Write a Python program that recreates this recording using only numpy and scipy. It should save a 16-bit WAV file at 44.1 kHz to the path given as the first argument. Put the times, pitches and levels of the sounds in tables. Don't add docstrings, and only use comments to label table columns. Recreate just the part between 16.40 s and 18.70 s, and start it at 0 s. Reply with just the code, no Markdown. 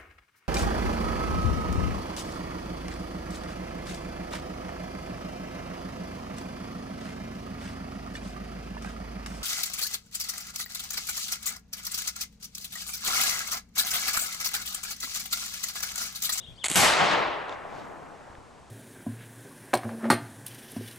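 import sys
import numpy as np
from scipy import signal
from scipy.io import wavfile
from scipy.ndimage import uniform_filter1d

SR = 44100
rng = np.random.default_rng(int(sys.argv[2]) if len(sys.argv) > 2 else 0)


def wrap_up_sound(samples):
    columns = np.atleast_2d(samples).T
    tamed = np.clip(columns, -1, 1)
    steps = np.round(tamed * 32767).astype(np.int16)
    wavfile.write(sys.argv[1], SR, steps)


N = 101429


def amp(db):
    return 10 ** (np.asarray(db) / 20)


def even(x):
    return x / np.sqrt(np.mean(x ** 2) + 1e-20)


def read(points, hz):
    f, value = np.transpose(points)
    return np.interp(np.log(hz + 1), np.log(f + 1), value)


def curve(rows, t, before_db=-120):
    time, level_db = np.transpose(rows)
    return np.interp(t, time, level_db, left=before_db)


def swell(start, length):
    return np.sin(np.pi * np.clip((np.arange(N) / SR - start) / length, 0, 1))


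def add(mix, s, sound):
    at = round(s * SR)
    part = mix[max(at, 0):][:len(sound) + min(at, 0)]
    part += sound[max(-at, 0):][:len(part)]


def rough(depth_db, size):
    flutter = signal.oaconvolve(rng.standard_normal(N), np.hanning(size) ** 2, "same")
    return even(amp(depth_db * even(flutter)))


def ring(modes):
    t = np.arange(1500) / SR
    x = np.zeros(len(t))
    for hz, db, t60 in modes:
        cycles = hz * rng.uniform(.96, 1.04) * t + rng.random()
        x += amp(db - 60 * t / t60) * np.sin(2 * np.pi * cycles)
    highpass = signal.butter(2, 500, "high", fs=SR, output="sos")
    x = signal.sosfilt(highpass, x * np.minimum(t / .0003, 1))
    return x / abs(x).max()


# f/Hz, coherence (0 to 1)
COHERENCE = [(60, 0.54), (300, 1), (2200, .73), (5300, 0.72), (9000, 0.97)]
# f/Hz, phase/rad
LEFT_LEAD = [(60, 0.74), (340, 0.8), (1600, 0.49), (5000, 0.09)]
LEFT_DB, LEAN_HZ = 2.2, 2500


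def noise(tone, field_db=None, patch_db=1, size=256, scatter_hz=0):
    hop = size // 4
    frames, hz = N // hop + 5, np.fft.rfftfreq(size, 1 / SR)
    a, b, c, d, patches = rng.standard_normal((frames, len(hz), 5)).T
    patches = uniform_filter1d(patches, size=4, axis=0)
    patches = even(uniform_filter1d(patches, size=14, axis=1))
    coherence = np.clip(read(COHERENCE, hz) / (1 + (scatter_hz / (hz + 1)) ** 2), 0, 1)[:, None]
    left = a + 1j * b
    right = coherence * left + np.sqrt(1 - coherence ** 2) * (c + 1j * d)
    right = right * np.exp(-1j * read(LEFT_LEAD, hz))[:, None]
    lean = amp(LEFT_DB / 2 / (1 + (hz / LEAN_HZ) ** 2))[:, None]
    level = amp(read(tone, hz))[:, None]
    shift_db = patch_db * patches
    if field_db:
        shift_db = shift_db + field_db(hz[:, None], np.arange(frames) * hop / SR)
    gain = level / np.linalg.norm(level) * amp(shift_db)
    spectrum = np.array([left * lean, right / lean]) * gain
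    return signal.istft(spectrum, nperseg=size, noverlap=size - hop)[1][:, :N] / 2


# t/s, level/dB
ECHO_LEVEL = [(.358, -15), (.44, -12.5), (.56, -14.5), (.62, -11), (.68, -13.5), (.73, -10.5), (.79, -15),
              (.88, -17), (1.04, -23.5), (1.12, -23), (1.19, -26.5), (1.38, -26), (1.7, -31.5), (2.3, -41)]
# f/Hz, relative level/dB per Hz
ECHO_TONE = [(200, -16.5), (400, -2.5), (750, 4), (1900, -1), (3000, -3.5), (5700, -11.5), (8000, -16),
             (12500, -33), (13500, -63)]
# t/s, loss at 8 kHz/dB (negative is a gain)
TREBLE_LOSS = [(.36, -15), (.45, -9), (.55, 1), (.62, 10.5), (.66, 9.5), (.8, 21.5), (1.0, 37), (1.4, 81)]
# t/s, level/dB
BASS_LEVEL = [(.358, -20), (.45, -26), (.55, -52), (.63, -24), (.68, -40), (.71, -32), (.8, -35.5),
              (.92, -51.5), (1.1, -55.5), (1.38, -42), (1.7, -48.5), (2.3, -56)]
# f/Hz, relative level/dB per Hz
BASS_TONE = [(25, -28), (130, 0), (350, -2), (600, -40)]
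SHOT_S, SHOT_WIDTH_S = .3572, .00025
SHOT_DB = -7
RISE_S = .002
LOSS_POWER = 1.297
PATCH_DB, CRACKLE_DB = 1.4, .8
SCATTER_HZ = 570


def blast():
    t, pulse = np.arange(N) / SR, np.zeros(N)
    u = np.arange(600) / SR / SHOT_WIDTH_S
    add(pulse, SHOT_S, amp(SHOT_DB) * np.minimum(u * 3, 1) * (1 - u) * np.exp(-u))

    def treble_loss(hz, s):
        return -curve(TREBLE_LOSS, s, TREBLE_LOSS[0][1]) * (hz / 8000) ** LOSS_POWER

    body = noise(ECHO_TONE, treble_loss, PATCH_DB, scatter_hz=SCATTER_HZ)
    body = body * rough(CRACKLE_DB, size=160) * amp(curve(ECHO_LEVEL, t, ECHO_LEVEL[0][1]))
    bass = noise(BASS_TONE, size=2048, scatter_hz=SCATTER_HZ)
    bass = bass * amp(curve(BASS_LEVEL, t, BASS_LEVEL[0][1]))
    rise = np.clip((t - SHOT_S) / RISE_S + 1, 0, 1)
    return pulse * amp([[2], [-10]]) + (body + bass) * rise


# t/s, steel level/dB, stock level relative to steel/dB
TICKS = [(.2402, -22, 3), (.2417, -19, 5), (.2479, -15, -5), (.2571, -16, -4), (.2609, -21, -2),
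         (.2632, -22, 0), (.2824, -15, -11), (.2993, -16, -9), (.3137, -15, -8), (.3258, -19, -9),
         (.3365, -21, -9), (.3443, -18, -10)]
# f/Hz, level/dB, t60/s
STOCK_MODES = [(800, -9, .008), (2100, 0, .009), (3300, -3, .007), (4400, -2, .006)]
# f/Hz, level/dB, t60/s
STEEL_MODES = [(6900, -3, .004), (7800, 0, .0045), (8900, -2, .003), (10800, -10, .0025)]
# t after the listed time/s, relative level/dB
REPEATS = [(.0021, -4), (.0066, -9)]
# t/s, level/dB
FIZZ_LEVEL = [(.2385, -33.5), (.266, -24.5), (.278, -39.5), (.296, -29), (.356, -24)]
# f/Hz, relative level/dB per Hz
FIZZ_TONE = [(150, -59), (500, -7.5), (1200, -8.5), (3300, -7), (5600, -18), (7800, -5.5), (11700, -17.5),
             (13500, -47)]
# f/Hz, relative level/dB per Hz
PUFF_TONE = [(50, -14), (150, 0), (330, 0), (700, -22)]
TICK_DELAY_S = .0011
SCRAPE_DB, SCRAPE_T60 = -14, .03
FIZZ_FLUTTER_DB = 3.5
PUFF_S, PUFF_LENGTH_S, PUFF_DB = .296, .034, -29


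def lock():
    ticks, scrape, t = np.zeros(N), np.zeros(N), np.arange(2000) / SR
    for s, db, stock_db in TICKS:
        for late, less_db in [(TICK_DELAY_S, 0)] + REPEATS:
            blow = ring(STEEL_MODES) + amp(stock_db) * ring(STOCK_MODES)
            add(ticks, s + late, amp(db + less_db) * blow)
        add(scrape, s, amp(db + SCRAPE_DB - 60 * t / SCRAPE_T60))
    time = np.arange(N) / SR
    fizz = rough(FIZZ_FLUTTER_DB, size=60) * amp(curve(FIZZ_LEVEL, time))
    fizz = fizz * (time < SHOT_S + RISE_S)
    hiss = noise(FIZZ_TONE) * (fizz + scrape)
    puff = noise(PUFF_TONE, size=1024) * amp(PUFF_DB) * swell(PUFF_S, PUFF_LENGTH_S)
    return ticks + hiss + puff


# start t/s, length/s, first f/Hz, last f/Hz, level before left and right gains/dB
NOTES = [(-.006, .029, 3000, 3950, -46), (.021, .012, 2850, 2950, -53), (.03, .029, 3000, 3900, -46),
         (.057, .012, 2800, 2900, -53), (.066, .032, 3050, 3500, -46), (.108, .022, 2300, 2500, -61),
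         (.155, .024, 4050, 4950, -58), (.176, .026, 2900, 3700, -50), (.198, .05, 3650, 2450, -45)]
BIRD_WAVER = .012
BIRD_ECHO_DB, BIRD_T60 = -1, .3
BIRD_LEFT_DB = 3


def bird():
    song = np.zeros(N)
    for s, length, a_hz, b_hz, db in NOTES:
        u = np.arange(0, 1, 1 / (length * SR))
        up = u if b_hz > a_hz else 1 - u
        high = (up + np.sin(np.pi / 2 * up)) / 2
        waver = BIRD_WAVER * even(uniform_filter1d(rng.standard_normal(len(u)), size=120))
        hz = (min(a_hz, b_hz) + abs(b_hz - a_hz) * high) * (1 + waver)
        whistle = np.sin(2 * np.pi * np.cumsum(hz) / SR)
        add(song, s, amp(db) * np.sqrt(np.sin(np.pi * u)) * whistle)
    t = np.arange(SR // 4) / SR
    tail = rng.standard_normal((2, len(t))) * amp(-60 * t / BIRD_T60)
    tail = tail / np.linalg.norm(tail[0])
    echo = amp(BIRD_ECHO_DB) * signal.fftconvolve(song[None], tail, axes=1)[:, :N]
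    return (song + echo) * amp([[BIRD_LEFT_DB], [-BIRD_LEFT_DB]])


# t/s, peak level/dB, pitch f/Hz
CLICKS = [(1.084, -43, 4000), (1.0948, -30, 3600), (1.126, -34, 3500), (1.397, -44, 4000),
          (1.907, -43, 1700), (1.9525, -37, 1700)]
# multiple of the pitch, level/dB, t60/s
GEAR_MODES = [(1, 0, .008), (1.45, -8, .003), (2.1, -11, .004)]
# t/s, starting level/dB
THUMPS = [(1.9, -36.5), (1.983, -34.5)]
# start t/s, length/s, level at the crest/dB
RUSTLE = [(1.066, 0.11, -45), (1.21, 0.34, -48.5), (1.777, 0.1, -60)]
# f/Hz, relative level/dB per Hz
RUSTLE_TONE = [(1500, -5.5), (3500, -1.5), (7100, -11), (12500, -47)]


def handling():
    knocks, t = np.zeros(N), np.arange(2000) / SR
    for s, db, hz in CLICKS:
        modes = [(hz * multiple, mode_db, t60) for multiple, mode_db, t60 in GEAR_MODES]
        add(knocks, s, amp(db) * ring(modes))
    for s, db in THUMPS:
        add(knocks, s, amp(db - 60 * t / 0.025) * np.sin(-2 * np.pi * 90 * t))
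    level = sum(amp(db) * swell(s, length) ** 2 for s, length, db in RUSTLE)
    return knocks + noise(RUSTLE_TONE) * rough(1.5, size=60) * level


# f/Hz, relative level/dB per Hz
AIR_TONE = [(100, 8), (640, 0.5), (1500, -7.5), (8400, -15.5), (11500, -29.5), (13000, -57)]
# t/s, level/dB
AIR_LEVEL = [(0, -47), (.35, -48.5), (.8, -48.5), (1.3, -47)]
# t/s, level/dB
WIND_LEVEL = [(0, -54), (.11, -39), (.2, -59), (.45, -34.5), (.7, -60), (1.12, -55), (1.4, -57), (1.6, -64),
              (2.3, -55.5)]


def air():
    wind_tone = [(20, -15), (60, -9.0), (150, -8), (300, -34.0), (600, -53)]  # f/Hz, dB per Hz
    t = np.arange(N) / SR
    wind = noise(wind_tone, size=2048, patch_db=-1.5) * amp(curve(WIND_LEVEL, t))
    floor = noise(AIR_TONE, size=512, patch_db=0) * amp(curve(AIR_LEVEL, t))
    return floor + wind


def scene():
    return lock() + blast() + bird() + handling() + air()


LIMIT, EDGE_HZ = .7, 13690


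def record(dry):
    soft = LIMIT * np.tanh(dry / LIMIT)
    lowpass = signal.firwin(511, EDGE_HZ, window=("kaiser", 9), fs=SR)
    return signal.oaconvolve(soft, lowpass[None], "same")


dry = scene()
out = record(dry)
wrap_up_sound(out)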